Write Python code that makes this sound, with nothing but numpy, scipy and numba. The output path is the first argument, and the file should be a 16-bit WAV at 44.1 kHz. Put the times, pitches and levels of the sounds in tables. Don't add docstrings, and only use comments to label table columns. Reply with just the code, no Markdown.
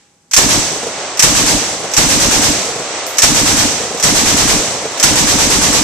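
import sys
import numpy as np
from scipy import signal
from scipy.fft import rfft, irfft
from scipy.io import wavfile
from scipy.ndimage import uniform_filter1d
from numba import njit

SR = 44100
rng = np.random.default_rng(int(sys.argv[2]) if len(sys.argv) > 2 else 0)


def unload_audio(sound):
    columns = np.transpose(np.atleast_2d(sound))
    steps = np.round(np.clip(columns, -1, 1) * 32767)
    wavfile.write(sys.argv[1], SR, steps.astype(np.int16))


N = 257263

# (frequency [Hz], level [dB])
AIR_COLOUR = [(18, -41), (30, -11), (172, 2), (656, -8), (806, -10), (917, -10.5), (6150, -24.5),
              (14000, -25)]
WOODS_COLOUR = [(60, -38), (110, -14.5), (200, -19), (270, -5.5), (390, -3), (465, -2), (560, 1.5),
                (750, -1.5), (950, -4.5), (1300, -6.5), (2500, -32), (6000, -56)]
SLAP_COLOUR = [(120, -7.5), (270, -3.5), (410, 0.5), (465, 9), (540, -1), (750, -1), (1000, -7.5),
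               (2500, -28.5)]
LEAF_COLOUR = [(100, 13.5), (400, 12.5), (1000, 4), (2000, 7.5), (4000, 4.5), (6000, 0.5), (8000, -5),
               (10000, -7.5), (14000, -20)]
FAR_LEAF_COLOUR = [(200, -34), (800, 0.5), (2000, 8), (4000, 1), (6000, -6.5), (8000, -8.5), (10000, -18),
                   (14000, -87)]
TRUNK_COLOUR = [(300, -19), (550, 4.5), (780, 6.5), (1150, 4), (1800, -23), (4000, -39)]
GROUND_COLOUR = [(20, -24), (60, -5), (140, 7), (300, -4), (600, 11), (1000, 9.5), (2000, 0), (5000, 3)]
METAL_COLOUR = [(100, -43), (500, -7), (1000, 2.5), (2500, 5), (4000, -0.5), (6000, 2), (9000, -5.5),
                (14000, 3.5)]
GUST_COLOUR = [(25, -4), (40, -0.5), (70, -7.5), (130, -7), (300, -11), (1000, -32.5)]
CRACK_COLOUR = [(100, -24), (300, 2), (900, 4), (1500, 4.5), (3000, -5.5), (6000, -8.5), (9000, -7),
                (14000, -8)]
# (delay [s], level [dB])
SLOPE_ECHOES = [(.237, -22.5), (.337, -17), (.375, -18)]
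# (delay [s], pitch [Hz], half-length [s], level [dB])
BANK_PULSES = [(.073, 183, 0.0016, -2), (.085, 147, 0.0024, -10), (.0895, 255, .005, -3),
               (.093, 299.8, 0.052, -17.5)]
# (time [s], level [dB], pitch multiplier)
CASE_LANDINGS = [(2.785, -42, .96), (3.0655, -28, 1), (4.909, -39, .94)]
# (base pitch [Hz], level [dB], fade time [s])
BRASS_TONES = [(5940, -17, .35), (9700, -12, .2), (11150, 1, .35), (14070, 9, .4)]
GUN_BODY_TONES = [(1270, -42, 0.051), (1823, -22, 0.45), (2240, -36, 0.21), (2770, -33, 0.074),
                  (5620, -16, 0.075), (5630, -38, .08)]
# (first shot [s], last shot [s], number of shots, feed lead [s], feed level [dB], lock level [dB])
GUN_BURSTS = [(.376, .4897, 2, .042, 4, 7), (1.2358, 1.462, 3, .0425, 4, 6.5),
              (1.9777, 2.4177, 5, .0412, -5, -1), (3.2339, 3.5678, 4, .0505, 2.5, 3),
              (4.0373, 4.476, 5, .0392, -7.5, -5.5), (5.0395, 5.727, 7, .0418, -4.5, 4)]
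# (resonance [Hz], width [Hz])
MIC_PORTS = [(7800, 1120), (6160, 1100)]


def undb(db):
    return 10 ** (np.asarray(db) / 20)


def noise(colour, apart_hz, size=N):
    f = np.fft.rfftfreq(size, 1 / SR) + 1
    hz, db = np.transpose(colour)
    bass_cut = np.minimum(f / hz[0], 1) ** 2
    gain = undb(np.interp(np.log(f), np.log(hz), db)) * bass_cut
    mid, side = rfft(rng.standard_normal((2, size)))
    side = side * f / np.hypot(f, apart_hz)
    x = irfft(np.array([mid + side, mid - side]) * gain, size)
    return x / x.std()


def add(out, at_s, sound):
    i = int(at_s * SR)
    out[..., i:i + sound.shape[-1]] += sound[..., :N - i]


def swell(t, rise_s, t60_s):
    curve = (1 - np.exp(-(t / rise_s) ** 2)) * undb(-60 * t / t60_s)
    return curve / curve.max()


def flicker(depth_db, smooth_samples, size):
    wobble = uniform_filter1d(rng.standard_normal(size), size=smooth_samples)
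    return undb(depth_db * wobble / wobble.std())


def repeat(shots, response):
    return signal.fftconvolve(shots[None], response, axes=1)[:, :N]


def pile_up(shots, envelope):
    return np.sqrt(np.abs(signal.fftconvolve(shots ** 2, envelope ** 2)[:N]))


def ring(tones, pitch_ratio, t):
    phases = rng.uniform(0, 2 * np.pi, (len(tones), 2, 1))
    return sum(undb(db - 60 * t / t60_s) * np.sin(2 * np.pi * hz * pitch_ratio * t + phase)
               for (hz, db, t60_s), phase in zip(tones, phases))


def outdoors():
    t = np.arange(N) / SR
    air = undb(-56) * noise(AIR_COLOUR, apart_hz=1500)
    whine = undb(-64) * np.sin(2 * np.pi * 819 * t)
    hiss = undb(-54.5 - 60 * t / 0.71) * noise(FAR_LEAF_COLOUR, apart_hz=2500)
    return air + whine + hiss


def hills(shots):
    t = np.arange(3 * SR) / SR
    roll = pile_up(shots, swell(t, rise_s=0.048, t60_s=4.22)) * noise(WOODS_COLOUR, apart_hz=2860)
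    slap_curve = sum(undb(db) * swell(np.maximum(t - delay_s, 0), rise_s=0.0038, t60_s=0.14)
                     for delay_s, db in SLOPE_ECHOES)
    slaps = pile_up(shots, slap_curve) * noise(SLAP_COLOUR, apart_hz=2700)
    return undb(-24) * roll + slaps


def leaves(shots):
    t = np.arange(3 * SR) / SR
    near = pile_up(shots, swell(t, rise_s=0.022, t60_s=0.29)) * noise(LEAF_COLOUR, apart_hz=1820)
    middle = pile_up(shots, swell(t, rise_s=0.091, t60_s=1.125)) * noise(LEAF_COLOUR, apart_hz=2530)
    far = pile_up(shots, swell(t, rise_s=0.12, t60_s=5.2)) * noise(FAR_LEAF_COLOUR, apart_hz=2600)
    return undb(-2.5) * near + undb(-17) * middle + undb(-30) * far


def trunks(shots):
    t = np.arange(16384) / SR
    ragged = flicker(depth_db=2.6, smooth_samples=120, size=len(t))
    cut_short = 1 / (1 + (t / 0.092) ** 6)
    claps = swell(t, rise_s=0.02, t60_s=0.73) * cut_short * ragged
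    return undb(-10.5) * pile_up(shots, claps) * noise(TRUNK_COLOUR, apart_hz=700)


def earth_bank(shots):
    t = np.arange(8192) / SR
    boom = np.zeros(len(t))
    for delay_s, hz, half_length_s, db in BANK_PULSES:
        hump = np.exp(-((t - delay_s) / half_length_s) ** 2)
        boom += undb(db) * hump * np.cos(2 * np.pi * hz * (t - delay_s))
    return repeat(shots, np.array([boom, boom]))


def ground(shots):
    t = np.arange(SR) / SR
    cut_short = 1 / (1 + (t / 0.1) ** 6)
    thud_curve = swell(t, rise_s=0.013, t60_s=0.62) * cut_short
    rumble_curve = undb(-9.5) * swell(t, rise_s=0.2, t60_s=0.64)
    same_part = repeat(shots, thud_curve * noise(GROUND_COLOUR, apart_hz=398, size=len(t)))
    varying_part = pile_up(shots, thud_curve + rumble_curve) * noise(GROUND_COLOUR, apart_hz=169)
    return undb(-19) * same_part + undb(-13.5) * varying_part


def cases():
    out, t = np.zeros((2, N)), np.arange(SR // 2) / SR
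    for at_s, db, pitch_ratio in CASE_LANDINGS:
        tick = swell(t, rise_s=0.00045, t60_s=0.02) * noise(METAL_COLOUR, apart_hz=3500, size=len(t))
        add(out, at_s, undb(db) * (undb(6) * tick + ring(BRASS_TONES, pitch_ratio, t)))
    return out


def bolt_blows():
    blows = []
    for first_s, _, _, feed_lead_s, feed_db, lock_db in GUN_BURSTS:
        blows += [(first_s - 0.064, -17, 0.12),
                  (first_s - feed_lead_s, feed_db, 0.066),
                  (first_s - 0.29 * feed_lead_s, lock_db, 0.085),
                  (first_s - 0.0037, 3, 0.077)]
    return blows


def bolt():
    out, t = np.zeros((2, N)), np.arange(8192) / SR
    chatter = undb(-19) * swell(t, rise_s=0.012, t60_s=0.2)
    for at_s, db, t60_s in bolt_blows():
        strike = swell(t, rise_s=0.00052, t60_s=t60_s)
        rough = flicker(depth_db=1.3, smooth_samples=90, size=len(t))
        clatter = rough * (strike + chatter) * noise(METAL_COLOUR, apart_hz=3900, size=len(t))
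        clang = ring(GUN_BODY_TONES, pitch_ratio=0.98, t=t)
        add(out, at_s, undb(db) * (undb(-4) * clatter + undb(-1.5) * clang))
    return out


def firing(first_db=3, middle_db=2.1, last_db=2, quicken_s=0.0006):
    shots = np.zeros(N)
    for first_s, last_s, count, *_ in GUN_BURSTS:
        k = np.arange(count)
        times = np.linspace(first_s, last_s, count) + quicken_s * k * k[::-1] / 2
        levels = [first_db] + [middle_db] * (count - 2) + [last_db]
        for at_s, db in zip(times, levels):
            add(shots, at_s, undb([db]))
    return shots


def muzzle_blast(shots, push_s=0.00074):
    t = np.arange(16384) / SR
    wave = -(1 - t / push_s) * np.exp(-t / push_s)
    punch = repeat(shots, np.array([wave, wave]))
    crack = pile_up(shots, swell(t, rise_s=0.00056, t60_s=0.14)) * noise(CRACK_COLOUR, apart_hz=1480)
    cut_short = 1 / (1 + (t / 0.12) ** 12)
    gust_curve = swell(t, rise_s=0.0022, t60_s=3.8) * cut_short
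    gust = pile_up(shots, gust_curve) * noise(GUST_COLOUR, apart_hz=3)
    return undb(-1.5) * punch + undb(-4.5) * crack + undb(-12) * gust


def scene():
    shots = firing()
    echoes = hills(shots) + leaves(shots) + trunks(shots) + earth_bank(shots) + ground(shots)
    return outdoors() + echoes + cases() + bolt() + muzzle_blast(shots)


def mic_port(x, hz, width_hz):
    pole = np.exp((2j * np.pi * hz - np.pi * width_hz) / SR)
    feedback = np.poly([pole, np.conj(pole)]).real
    return signal.lfilter([feedback.sum()], feedback, x)


@njit
def follow(x, rise_s, fall_s):
    out, level = np.empty(len(x)), 0.
    for i in range(len(x)):
        response_s = rise_s if x[i] > level else fall_s
        level += (x[i] - level) / (response_s * SR)
        out[i] = level
    return out


def auto_volume(x, lag_s=0.0073, threshold=0.16, max_cut_db=6):
    t = np.arange(N) / SR
    bass = signal.sosfilt(signal.butter(2, 600, fs=SR, output="sos"), x.mean(axis=0))
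    loudness = follow(np.abs(bass), rise_s=0.0093, fall_s=0.21)
    gain = np.clip(threshold / (loudness + 1e-9), undb(-max_cut_db), 1)
    return np.interp(t - lag_s, t, gain)


def record(dry, left_db=-0.9, soften_hz=13000, top_hz=14150):
    at_mics = np.array([mic_port(channel, hz, width) for channel, (hz, width) in zip(dry, MIC_PORTS)])
    soften = signal.butter(1, [18, soften_hz], "band", fs=SR, output="sos")
    squashed = signal.sosfilt(soften, np.tanh(at_mics))
    balance = undb([[left_db], [0]])
    clipped = np.clip(balance * auto_volume(at_mics) * squashed, -1, 1)
    treble_cut = signal.ellip(8, 0.2, 70, top_hz, fs=SR, output="sos")
    return signal.sosfilt(treble_cut, clipped)


dry = scene()
out = record(dry)
unload_audio(out)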